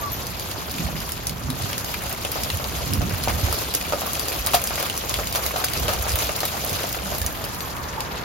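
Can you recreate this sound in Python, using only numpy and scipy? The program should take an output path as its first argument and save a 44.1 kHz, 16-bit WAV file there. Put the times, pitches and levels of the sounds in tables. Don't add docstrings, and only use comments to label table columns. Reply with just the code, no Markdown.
import sys
import numpy as np
from scipy import signal
from scipy.fft import rfft, irfft, next_fast_len
from scipy.io import wavfile
from scipy.ndimage import uniform_filter1d, map_coordinates

SR = 44100
rng = np.random.default_rng(int(sys.argv[2]) if len(sys.argv) > 2 else 0)


def dump(signal):
    limited = np.clip(np.atleast_2d(signal).T, -1, 1)
    pcm = np.round(limited * 32767).astype(np.int16)
    wavfile.write(sys.argv[1], SR, pcm)


N = 363384

# time_s, level_db
RUSH_LEVEL = [(0, -36), (.25, -44), (1.5, -43), (6.9, -50), (7.4, -39), (7.8, -35), (8.24, -34.5)]
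# crest_s, half_length_s, rumble_db, buffet_db
GUSTS = [(0.816, .065, -50, -30.5), (0.936, 0.11, -37, -33.5), (1.523, 0.25, -45, -35.5),
         (2.677, 0.44, -37, -41.5), (2.986, 0.14, -29.5, -30), (3.33, 0.32, -33, -33.5),
         (4.74, 0.044, -34, -48), (5.21, .12, -34, -43), (5.824, 0.11, -29, -36), (6.01, .087, -32, -52),
         (6.147, .05, -32, -40), (6.746, 0.037, -35, -35), (7.244, 0.17, -34.5, -44),
         (7.95, 0.07, -43, -49)]
# crest_s, half_length_s, level_db, crest_pitch_hz, half_width_hz
SWISHES = [(0.061, 0.042, -32, 1147, 22), (7.652, 0.027, -38, 1044, 110), (7.79, 0.043, -35, 1123, 130),
           (8.0, 0.037, -34, 874, 110)]
# crest_s, level_db, pitch_hz, half_length_s
BUMPS = [(.752, -29.5, 270, 0.011), (.803, -24, 165, 0.0091), (.86, -23, 62, 0.02),
         (0.864, -26.5, 158, 0.0072), (.957, -28, 174, 0.016), (1.315, -30.5, 150, 0.018),
         (1.46, -25, 70, .014), (1.498, -23.5, 142, .014), (1.508, -24.5, 253, 0.017),
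         (1.644, -23, 102, .013), (2.543, -22, 85, .014), (2.693, -25, 65, 0.025),
         (2.781, -28.5, 72, 0.023), (2.994, -20.5, 77, .014), (3.03, -27, 172, 0.019),
         (3.108, -24.5, 120, .008), (3.139, -20, 95.5, .016), (3.35, -23, 85, 0.011),
         (3.443, -16, 94, 0.0096), (3.506, -26, 80, 0.01), (4.407, -24.5, 49.5, 0.025),
         (5.203, -31, 105, 0.0062), (5.828, -28, 65, 0.02), (5.894, -30, 85, .016),
         (6.14, -19.5, 73, 0.019), (6.744, -28, 85, 0.011), (7.071, -30.5, 194, 0.028),
         (7.231, -29, 89, .035)]
# start_s, level_db
TAG_SHAKES = [(.012, -41), (.058, -43), (.119, -37), (.13, -34.5), (7.139, -39), (7.612, -41)]
# pitch_hz, relative_db, t60_s
TAG_MODES = [(5800, -6, .14), (6492, 0, .16), (12960, 9, 0.1), (13889, 3, .12)]
# time_s, level_db
SHOWER_LEVEL = [(0.0, -40), (0.34, -40.5), (0.75, -37), (1.4, -42), (1.67, -38), (3.46, -34.5),
                (3.67, -35.5), (4.73, -33.5), (4.91, -35), (5.78, -34.5), (6.29, -32.5), (6.45, -35),
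                (6.77, -33.5), (7.87, -43), (8.24, -39)]
# time_s, gain_db
TREBLE_TURN = [(7.3, 7.5), (7.8, 8), (8.24, 0)]
# start_s, click_db, pitch_hz, clack_t60_s, splash_db
TICKS = [(0.2678, -30, 6160, .006, -31), (0.3964, -30.5, 4840, 0.0054, -34),
         (0.5138, -29.5, 4500, 0.0087, -42), (.7124, -38, 6000, .006, -29), (.7832, -31.5, 3400, .01, -44),
         (.8655, -36, 2200, .012, -42), (1.0025, -32, 5000, .007, -39), (1.0907, -34, 3200, .008, -29),
         (1.1195, -28, 5400, .008, -31.5), (1.1773, -36, 2900, .012, -43), (1.269, -22, 5600, 0.0082, -26),
         (1.294, -28, 4600, 0.011, -40), (1.5016, -28, 3820, 0.013, -32), (1.6213, -29, 5200, 0.0098, -39),
         (1.73, -27, 3200, .016, -44), (1.7797, -25.5, 5050, .014, -36), (1.845, -30.5, 5200, .008, -34),
         (1.94, -28.5, 2230, .022, -46), (2.0214, -37, 2400, .01, -33), (2.094, -35, 5000, .008, -30),
         (2.1263, -31, 5400, .007, -26), (2.2489, -24, 3140, .018, -38), (2.317, -27, 4840, 0.007, -23),
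         (2.4345, -24, 5000, .008, -38), (2.5013, -24, 2780, .009, -44), (2.5712, -31, 6000, .006, -30),
         (2.6414, -28.5, 3800, .012, -36), (2.752, -38, 3000, .012, -33),
         (2.9347, -24.5, 5200, .007, -22.5), (3.2367, -26.5, 4160, .014, -29),
         (3.283, -26, 2180, .025, -50), (3.2975, -33, 2520, .016, -27), (3.526, -26, 4770, 0.013, -22),
         (3.587, -31, 5000, .008, -28), (3.739, -24.5, 5030, .008, -27), (3.7487, -17, 6450, 0.013, -28),
         (3.8113, -29, 2420, 0.011, -45), (3.825, -31, 4600, .008, -40), (3.851, -31, 2350, .012, -45),
         (4.009, -34, 3180, .011, -26), (4.066, -40, 6000, .006, -25), (4.132, -32.5, 5900, .006, -22),
         (4.1525, -29, 3220, .01, -39), (4.1947, -24, 4630, .011, -23), (4.2188, -37, 5500, .007, -32),
         (4.283, -24, 4940, .011, -27), (4.3188, -31, 2480, .015, -44.5), (4.392, -44, 4900, .007, -28),
         (4.4628, -28, 5700, .011, -19), (4.4694, -22, 3930, .011, -21), (4.534, -26, 2720, 0.016, -22.5),
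         (4.541, -19.5, 4170, 0.0071, -32), (4.5444, -19, 3300, .012, -32), (4.549, -22, 4830, .014, -15),
         (4.6164, -33.5, 6800, .006, -25), (4.6393, -26.5, 6600, .007, -22),
         (4.6725, -24.5, 4940, 0.011, -24), (4.7564, -28, 4700, .008, -38),
         (4.7986, -36.5, 6000, .007, -24), (4.8263, -29.5, 4470, .005, -24),
         (4.8975, -24.5, 3020, 0.019, -31), (4.9655, -31, 5800, .009, -33),
         (4.9764, -26.5, 6000, .008, -27), (5.094, -26, 6800, 0.0079, -27), (5.14, -21.5, 3300, .015, -45),
         (5.271, -26.5, 4760, .008, -38), (5.3255, -27.5, 4830, .009, -27.5),
         (5.3497, -27, 3540, .013, -25), (5.358, -23.5, 4460, 0.011, -23), (5.436, -45, 3500, .01, -32),
         (5.463, -26, 3880, .014, -20), (5.5614, -29, 3730, 0.013, -49), (5.6437, -21, 4800, 0.014, -19),
         (5.684, -30, 3300, .011, -42), (5.7346, -26, 4340, .009, -24), (5.7738, -28, 4360, 0.0098, -45),
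         (5.7973, -38, 6000, .006, -26), (5.881, -23.5, 2960, 0.016, -48), (5.9345, -30, 6000, .006, -26),
         (6.0233, -31, 6000, .006, -23), (6.0837, -32, 5500, .008, -28), (6.093, -25, 5200, .009, -32),
         (6.1181, -26, 4830, .008, -40), (6.1556, -26, 3540, .013, -19), (6.1875, -27, 5830, .008, -26),
         (6.262, -36.5, 4400, .009, -38), (6.2917, -30, 2800, .022, -42), (6.362, -26, 5140, .008, -27),
         (6.404, -24, 4140, .012, -25), (6.4524, -26, 3680, .01, -20), (6.647, -34, 4260, .009, -22),
         (6.694, -28, 5000, .009, -28), (6.7292, -28, 6000, .007, -31), (6.8325, -27, 3300, 0.027, -40),
         (6.8902, -37.5, 4300, .012, -28), (6.927, -30, 5200, .01, -25), (7.1487, -31.5, 4800, .008, -40),
         (7.1822, -39, 6000, .006, -25), (7.2157, -29, 4800, .014, -25), (7.263, -22, 6260, 0.006, -26),
         (7.4411, -30, 4840, .008, -38), (7.4481, -36, 2600, .014, -28), (7.6056, -29.5, 4330, .009, -47),
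         (7.766, -35, 2400, 0.018, -37), (8.005, -25.5, 4530, 0.014, -45)]
CLICK_SHARES_DB = [2.5, -1]
# touch_s, blow_db, pitch_hz, ring_t60_s, crack_db, joists_db
KNOCKS = [(.2135, -25, 650, 0.013, -38, -42), (.5595, -26, 700, 0.0082, -34, -42),
          (.887, -20.5, 780, 0.015, -41, -40), (1.842, -29, 685, 0.032, -44, -46),
          (1.939, -26, 1020, 0.017, -29, -40), (2.1197, -22, 720, 0.011, -38, -40),
          (2.2484, -19, 604, 0.014, -38, -42), (2.355, -23.5, 530, 0.025, -29, -24),
          (2.5, -22, 990, 0.014, -34, -38), (2.597, -20.5, 650, .014, -35, -37),
          (3.0085, -21, 660, 0.011, -34, -25), (3.274, -7, 724, 0.0079, -32.5, -21.5),
          (3.294, -24, 740, .016, -25, -23), (3.483, -20, 785, .012, -28, -36),
          (3.525, -20, 720, 0.011, -31, -33), (3.922, -13, 653, 0.012, -21, -27),
          (3.933, -12, 560, 0.018, -23, -29), (4.017, -19, 686, 0.017, -30, -28),
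          (4.4775, -19, 690, .014, -29, -28), (4.5355, -8, 1020, 0.0075, -26, -21),
          (4.5427, -6.5, 715, 0.022, -24, -20), (4.706, -16, 660, 0.011, -29, -27),
          (4.827, -21, 630, 0.022, -28, -37), (5.188, -15.5, 630, 0.011, -28, -23),
          (5.348, -22, 700, .016, -27, -18.5), (5.54, -23.5, 700, 0.018, -30, -36),
          (5.558, -18, 750, 0.019, -26, -25), (5.639, -27, 950, .016, -21, -35),
          (5.8525, -20, 637, .014, -39, -34), (5.883, -15, 606, 0.015, -24.5, -18),
          (5.893, -26, 650, .016, -30, -30), (5.929, -23, 730, 0.021, -26, -29),
          (6.065, -17, 607, 0.0097, -30, -31), (6.291, -20, 616, 0.026, -23.5, -27),
          (6.431, -11.5, 770, 0.014, -23, -35), (6.663, -19, 665, 0.01, -34, -36),
          (6.839, -17.5, 693, 0.028, -33, -29), (6.9455, -22, 900, .018, -28, -36),
          (7.12, -17.5, 670, 0.019, -37, -26), (7.215, -27, 1740, 0.028, -47, -50),
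          (7.438, -24, 574, 0.02, -33, -41)]
# pitch_ratio, relative_db, t60_ratio
OVERTONES = [(1.72, -16, .8), (2.35, -13.5, 0.75), (3.0, -19, .6), (4.3, -17, .5)]

# freq_hz, relative_db
RUMBLE_SPECTRUM = [(15, -38), (28, -17), (40, -6.5), (62, 3), (85, -2), (115, -7.5), (170, -24), (400, -69)]
# freq_hz, relative_db
BUFFET_SPECTRUM = [(50, -24), (105, 0.5), (145, 0.5), (200, -2.5), (280, -5), (450, -16), (1200, -44)]
# freq_hz, relative_db
RUSH_SPECTRUM = [(200, -8), (400, -1), (700, -2.5), (970, 3), (1250, -1.5), (1700, -3), (2300, -10.5),
                 (4000, -28)]
# freq_hz, relative_db
HISS_SPECTRUM = [(150, -15), (400, 6), (1100, 4), (1800, -0.5), (3000, 2), (5000, 1.5), (7200, -3.5),
                 (9000, -8), (12000, -7), (13500, -8), (16000, -22)]
# freq_hz, relative_db
ICE_SPECTRUM = [(200, -9), (900, -7.5), (2000, -0.5), (3500, -5), (7000, -1.5), (9000, 6), (13000, -3.5),
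                (16000, -2.5)]
# freq_hz, relative_db
WOOD_SPECTRUM = [(100, -15.5), (250, -6.5), (420, -2.5), (550, 0.5), (720, 0), (880, -6), (1200, -2),
                 (1700, -7.5), (3000, -8.5), (8000, -32)]
# freq_hz, relative_db
PLANK_SPECTRUM = [(100, -20), (300, -4.5), (550, 3.5), (720, 7), (880, 0.5), (1250, 5.5), (1800, -3.5),
                  (3000, -3.5), (6000, 2), (12000, -1.5)]

# freq_hz, t60_s
PORCH_DECAY = [(200, 0.26), (1000, 0.082), (4000, 0.13), (14000, 0.1)]
# freq_hz, likeness
PORT_LIKENESS = [(100, 0.9), (300, 0.53), (750, 0.56), (1600, -0.3), (2500, 0.54), (5000, 0), (7000, 0.3),
                 (8000, 1.25), (9200, 1.1), (10500, 0.5), (11800, 0.9), (12100, .99)]
# freq_hz, lead_rad
PORT_LEAD = [(100, 0), (500, .45), (900, 1.2), (1300, 1.1), (2000, -.5), (3100, 1), (4400, .4), (5200, .9),
             (6200, -.9), (7100, -1.8), (7800, -3), (9500, -3.3), (11200, -4.6), (12400, -6.25)]
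# freq_hz, left_minus_right_db
PORT_TILT = [(60, -3), (130, -5.5), (300, -2), (550, 0), (1300, -.3), (2300, 0), (3000, 2), (5000, 2),
             (8000, 0), (15000, 0)]
# freq_hz, gain_db
MIC_COLOUR = [(5300, .5), (5450, -1.5), (5650, -5), (5800, 0)]

CALM_RUMBLE_DB, CALM_BUFFET_DB = -39, -40
LUMP_DB, LUMPS_PER_S = 1.5, 16
SWISH_SAG_HZ_PER_S = 680
SHOWER_REF_DB = -36
PATTER_DB, PATTER_GROWTH = -34.9, 0.9
SIZZLE_DB, SIZZLE_GROWTH = -35.5, 1.04
DRUM_DB, DRUM_GROWTH = -36.5, 1
PELLET_LOW_HZ, PELLET_HIGH_HZ = 1100, 7300
PELLET_MEAN_CYCLES, PELLET_SPREAD_DB = 28, 11
BURST_S = .005
TICK_DELAY_S = .0005
PING_DB, PING_T60_S = -7, .016
SPLASH_HZ, SPLASH_T60_S = 13600, 0.017
CHIPS_DB, CHIPS_T60_S, CHIPS_RISE_S = -13, .038, .003
BLOW_DELAY_S, JOIST_DELAY_S = 0.001236, .007
FLEX_DB, FLEX_RISE_S = 6, .0014
RING_DB = -17
PORCH_DB = -6.5
CEILING = .85
TOP_HZ = 15900


def amp(db):
    return 10 ** (np.asarray(db) / 20)


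def unit(x):
    return x / np.sqrt(np.mean(x ** 2) + 1e-20)


def along(points, hz):
    freq_hz, value = np.transpose(points)
    return np.interp(np.log(hz + 1), np.log(freq_hz + 1), value)


def curve(points):
    time_s, value = np.transpose(points)
    return np.interp(np.arange(N) / SR, time_s, value)


def wobble(knots_per_s):
    knots = rng.standard_normal(int(N * knots_per_s / SR) + 4)
    return map_coordinates(knots, [np.arange(N) * knots_per_s / SR])


def swell(crest_s, half_s):
    return np.exp(-((np.arange(N) / SR - crest_s) / half_s) ** 2)


def filtered(x, response):
    size = next_fast_len(N + SR // 4)
    hz = np.fft.rfftfreq(size, 1 / SR)
    return irfft(rfft(x, size) * response(hz), size)[..., :N]


def noise(spectrum):
    white = rng.standard_normal((2, N))
    return unit(filtered(white, lambda hz: amp(along(spectrum, hz))))


def patchy(x, depth_db):
    z = signal.stft(x, nperseg=256)[2]
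    field = rng.standard_normal(z.shape[1:])
    field = uniform_filter1d(field, size=12, axis=0)
    field = uniform_filter1d(field, size=6, axis=1)
    patched = signal.istft(z * amp(depth_db * unit(field)), nperseg=256)[1]
    return unit(patched[:, :N])


def placed(times_s, sounds):
    start = (np.maximum(times_s, 0) * SR).astype(int)
    at = start[:, None] + np.arange(sounds.shape[-1])
    return np.array([np.bincount(at.ravel(), sounds[:, part].ravel(), N)[:N] for part in range(2)])


def impacts(pitch_hz, material, octaves, t60_s, rattle_db, rattle_t60_s, rattle_rise_s, size):
    t, hz = np.arange(size) / SR, np.fft.rfftfreq(size, 1 / SR)
    contact = amp(-60 * t / t60_s)
    rattle = amp(rattle_db - 60 * t / rattle_t60_s) * (1 - np.exp(-(t / rattle_rise_s) ** 2))
    burst = rng.standard_normal((len(pitch_hz), 2, size)) * (contact + rattle)
    distance = np.log2((hz + 1) / pitch_hz[:, None]) / octaves
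    gain = amp(along(material, hz)) / (1 + distance ** 2)
    cepstrum = irfft(np.log(gain + 1e-6), size)
    fold = np.r_[1, np.full(size // 2 - 1, 2), np.zeros(size // 2)]
    causal = np.exp(rfft(cepstrum * fold))
    rung = irfft(rfft(burst) * causal[:, None], size)
    return rung * np.sqrt(BURST_S * SR / np.sum(rung ** 2, axis=2, keepdims=True))


def fall(count, pitch_hz, scatter, spread_db):
    when, near = rng.random((count, 2)).T
    pitches_hz = pitch_hz * np.exp(scatter * rng.standard_normal(count))
    strength = amp(spread_db * near ** 2)[:, None, None]
    return when * N / SR, pitches_hz, strength


def shower_level(db, growth):
    return db + growth * (curve(SHOWER_LEVEL) - SHOWER_REF_DB)


def air():
    rumble, buffet = amp(CALM_RUMBLE_DB), amp(CALM_BUFFET_DB)
    lumps = amp(LUMP_DB * wobble(LUMPS_PER_S))
    for crest_s, half_s, rumble_db, buffet_db in GUSTS:
        gust = swell(crest_s, half_s) * lumps
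        rumble = np.hypot(rumble, amp(rumble_db) * gust)
        buffet = np.hypot(buffet, amp(buffet_db) * gust)
    rush = amp(curve(RUSH_LEVEL)) * noise(RUSH_SPECTRUM)
    return rumble * noise(RUMBLE_SPECTRUM) + buffet * noise(BUFFET_SPECTRUM) + rush


def swishes():
    t = np.arange(N) / SR
    total = np.zeros((2, N))
    for crest_s, half_s, db, pitch_hz, width_hz in SWISHES:
        white = rng.standard_normal((2, N))
        slow = filtered(white, lambda hz: 1 / (1 + (hz / width_hz) ** 2))
        falling_hz = pitch_hz - SWISH_SAG_HZ_PER_S * (t - crest_s)
        band = unit(slow * np.sin(2 * np.pi * np.cumsum(falling_hz) / SR))
        total += amp(db) * swell(crest_s, half_s) * band
    return total


def bumps():
    t = np.arange(N) / SR
    push = np.zeros(N)
    for crest_s, db, pitch_hz, half_s in BUMPS:
        push += amp(db) * swell(crest_s, half_s) * np.sin(2 * np.pi * pitch_hz * (t - crest_s))
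    return push * np.array([[1], [0]])


def collar_tag():
    t = np.arange(SR // 4) / SR
    hz, mode_db, t60_s = np.transpose(TAG_MODES)[:, :, None]
    modes = amp(mode_db - 60 * t / t60_s) * np.sin(2 * np.pi * hz * t)
    start_s, shake_db = np.transpose(TAG_SHAKES)
    scatter_db = rng.normal(0, 2.2, (len(start_s), 2, len(TAG_MODES)))
    return placed(start_s, amp(shake_db[:, None, None] + scatter_db) @ modes)


def pellets(count, size):
    when, place, near, life, side = rng.random((count, 5)).T[:, :, None]
    t = np.arange(size) / SR
    hz = PELLET_LOW_HZ + (PELLET_HIGH_HZ - PELLET_LOW_HZ) * place
    t60_s = PELLET_MEAN_CYCLES * (.5 + life) / hz
    decay = amp(PELLET_SPREAD_DB * near ** 2 - 60 * t / t60_s)
    ring = decay * np.sin(2 * np.pi * hz * t) / np.sqrt(t60_s)
    shares = np.stack([np.cos(np.pi * side), np.sin(np.pi * side)], axis=1)
    return unit(placed(when[:, 0] * N / SR, shares * ring[:, None]))


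def patter():
    unevenness_db = 2.13 * wobble(13) + 1.4 * wobble(110)
    hiss = amp(unevenness_db) * patchy(noise(HISS_SPECTRUM), depth_db=2.5)
    start_s, hz, strength = fall(count=7000, pitch_hz=5860, scatter=0.76, spread_db=18.0)
    grains = impacts(hz, ICE_SPECTRUM, octaves=0.41, t60_s=0.0019, rattle_db=-12,
                     rattle_t60_s=0.0081, rattle_rise_s=0.0011, size=256)
    sleet = unit(placed(start_s, strength * grains))
    start_s, hz, strength = fall(count=950, pitch_hz=5150, scatter=0.58, spread_db=14)
    stones = impacts(hz, ICE_SPECTRUM, octaves=.48, t60_s=.005, rattle_db=-16,
                     rattle_t60_s=0.19, rattle_rise_s=0.00088, size=1024)
    hail = unit(placed(start_s, strength * stones))
    shower = hiss + amp(-11.5) * sleet + amp(-8.5) * hail + amp(-6.5) * pellets(count=4400, size=1024)
    sizzle = filtered(shower, lambda hz: 1 - 1 / (1 + (hz / 8000) ** 6))
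    body = shower - sizzle
    sizzle_db = shower_level(SIZZLE_DB, SIZZLE_GROWTH) + curve(TREBLE_TURN)
    return amp(shower_level(PATTER_DB, PATTER_GROWTH)) * body + amp(sizzle_db) * sizzle


def drumming():
    start_s, hz, strength = fall(count=600, pitch_hz=862, scatter=0.49, spread_db=9)
    knocks_on_wood = impacts(hz, WOOD_SPECTRUM, octaves=0.48, t60_s=.006, rattle_db=-14,
                             rattle_t60_s=0.15, rattle_rise_s=0.0016, size=2048)
    taps = unit(placed(start_s, strength * knocks_on_wood))
    murmur = noise(WOOD_SPECTRUM)
    return amp(shower_level(DRUM_DB, DRUM_GROWTH)) * (amp(-3.5) * murmur + amp(-2.0) * taps)


def near_ticks():
    start_s, click_db, hz, clack_t60_s, splash_db = np.transpose(TICKS)
    chips = dict(rattle_db=CHIPS_DB, rattle_t60_s=CHIPS_T60_S, rattle_rise_s=CHIPS_RISE_S, size=2048)
    clack = impacts(hz, ICE_SPECTRUM, octaves=0.98, t60_s=clack_t60_s[:, None, None], **chips)
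    ping = impacts(hz, ICE_SPECTRUM, octaves=0.096, t60_s=PING_T60_S, **chips)
    splash_hz = np.full(len(start_s), SPLASH_HZ)
    splash = impacts(splash_hz, ICE_SPECTRUM, octaves=0.64, t60_s=SPLASH_T60_S, **chips)
    click_gain = amp(click_db)[:, None, None] * amp(CLICK_SHARES_DB)[:, None]
    click = click_gain * (clack + amp(PING_DB) * ping)
    return placed(start_s + TICK_DELAY_S, click + amp(splash_db)[:, None, None] * splash)


def knocks():
    touch_s, blow_db, hz, ring_t60_s, crack_db, joists_db = np.transpose(KNOCKS)
    blow_s, t = touch_s + BLOW_DELAY_S, np.arange(4096) / SR
    blow_gain, crack_gain, joists_gain = amp([blow_db, crack_db, joists_db])[:, :, None, None]
    phase = 2 * np.pi * t * hz[:, None, None]
    ring_t60_s = ring_t60_s[:, None, None]
    thud = amp(-4 - 60 * t / 0.0092) * np.sin(1.26 * phase)
    flex = amp(FLEX_DB - 60 * t / ring_t60_s) * (1 - np.exp(-t / FLEX_RISE_S)) * np.sin(phase)
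    overtones = 0
    for pitch_ratio, mode_db, t60_ratio in OVERTONES:
        scattered_db = mode_db + rng.normal(0, 2.2, (len(blow_s), 1, 1))
        decay = amp(scattered_db - 60 * t / (t60_ratio * ring_t60_s))
        overtones = overtones + decay * np.sin(pitch_ratio * phase)
    push = (thud + flex + overtones) * np.array([[1], [0]])
    crack = impacts(hz * 1.8, PLANK_SPECTRUM, octaves=1.0, t60_s=0.016, rattle_db=-10,
                    rattle_t60_s=0.033, rattle_rise_s=0.003, size=4096)
    ring = impacts(hz, PLANK_SPECTRUM, octaves=.4, t60_s=0.04, rattle_db=-10,
                   rattle_t60_s=0.065, rattle_rise_s=0.0045, size=4096)
    joists = impacts(hz * 1.42, PLANK_SPECTRUM, octaves=1.9, t60_s=0.016, rattle_db=-2.5,
                     rattle_t60_s=0.084, rattle_rise_s=0.0076, size=4096)
    blow = blow_gain * (push + amp(RING_DB) * ring) + crack_gain * crack
    return placed(blow_s, blow) + placed(blow_s + JOIST_DELAY_S, joists_gain * joists)


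def porch(x):
    hz, t, z = signal.stft(rng.standard_normal((2, SR // 4)), SR, nperseg=256)
    decay = amp(-60 * t / along(PORCH_DECAY, hz)[:, None])
    tail = signal.istft(z * decay, SR, nperseg=256)[1]
    tail = np.pad(tail / np.linalg.norm(tail[0]), ((0, 0), (SR // 200, 0)))
    return signal.fftconvolve(x, tail, axes=1)[:, :N]


def ports(pair):
    def shares(hz):
        angle = np.arccos(np.clip(along(PORT_LIKENESS, hz), 0, .99)) / 2
        return np.array([np.cos(angle), np.sin(angle)])

    half = np.array([[.5], [-.5]])

    def difference(hz):
        return amp(half * along(PORT_TILT, hz)) * np.exp(1j * half * along(PORT_LEAD, hz))

    common, apart = filtered(pair, shares)
    return filtered(np.array([common + apart, common - apart]), difference)


def scene():
    background = air() + swishes() + bumps()
    shower = patter() + drumming()
    hits = collar_tag() + near_ticks() + knocks()
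    return ports(background + shower + hits + amp(PORCH_DB) * porch(hits))


def record(dry):
    heard = filtered(dry, lambda hz: amp(along(MIC_COLOUR, hz)))
    rounded = heard / (1 + (heard / CEILING) ** 6) ** (1 / 6)
    return filtered(rounded, lambda hz: hz < TOP_HZ)


dry = scene()
out = record(dry)
dump(out)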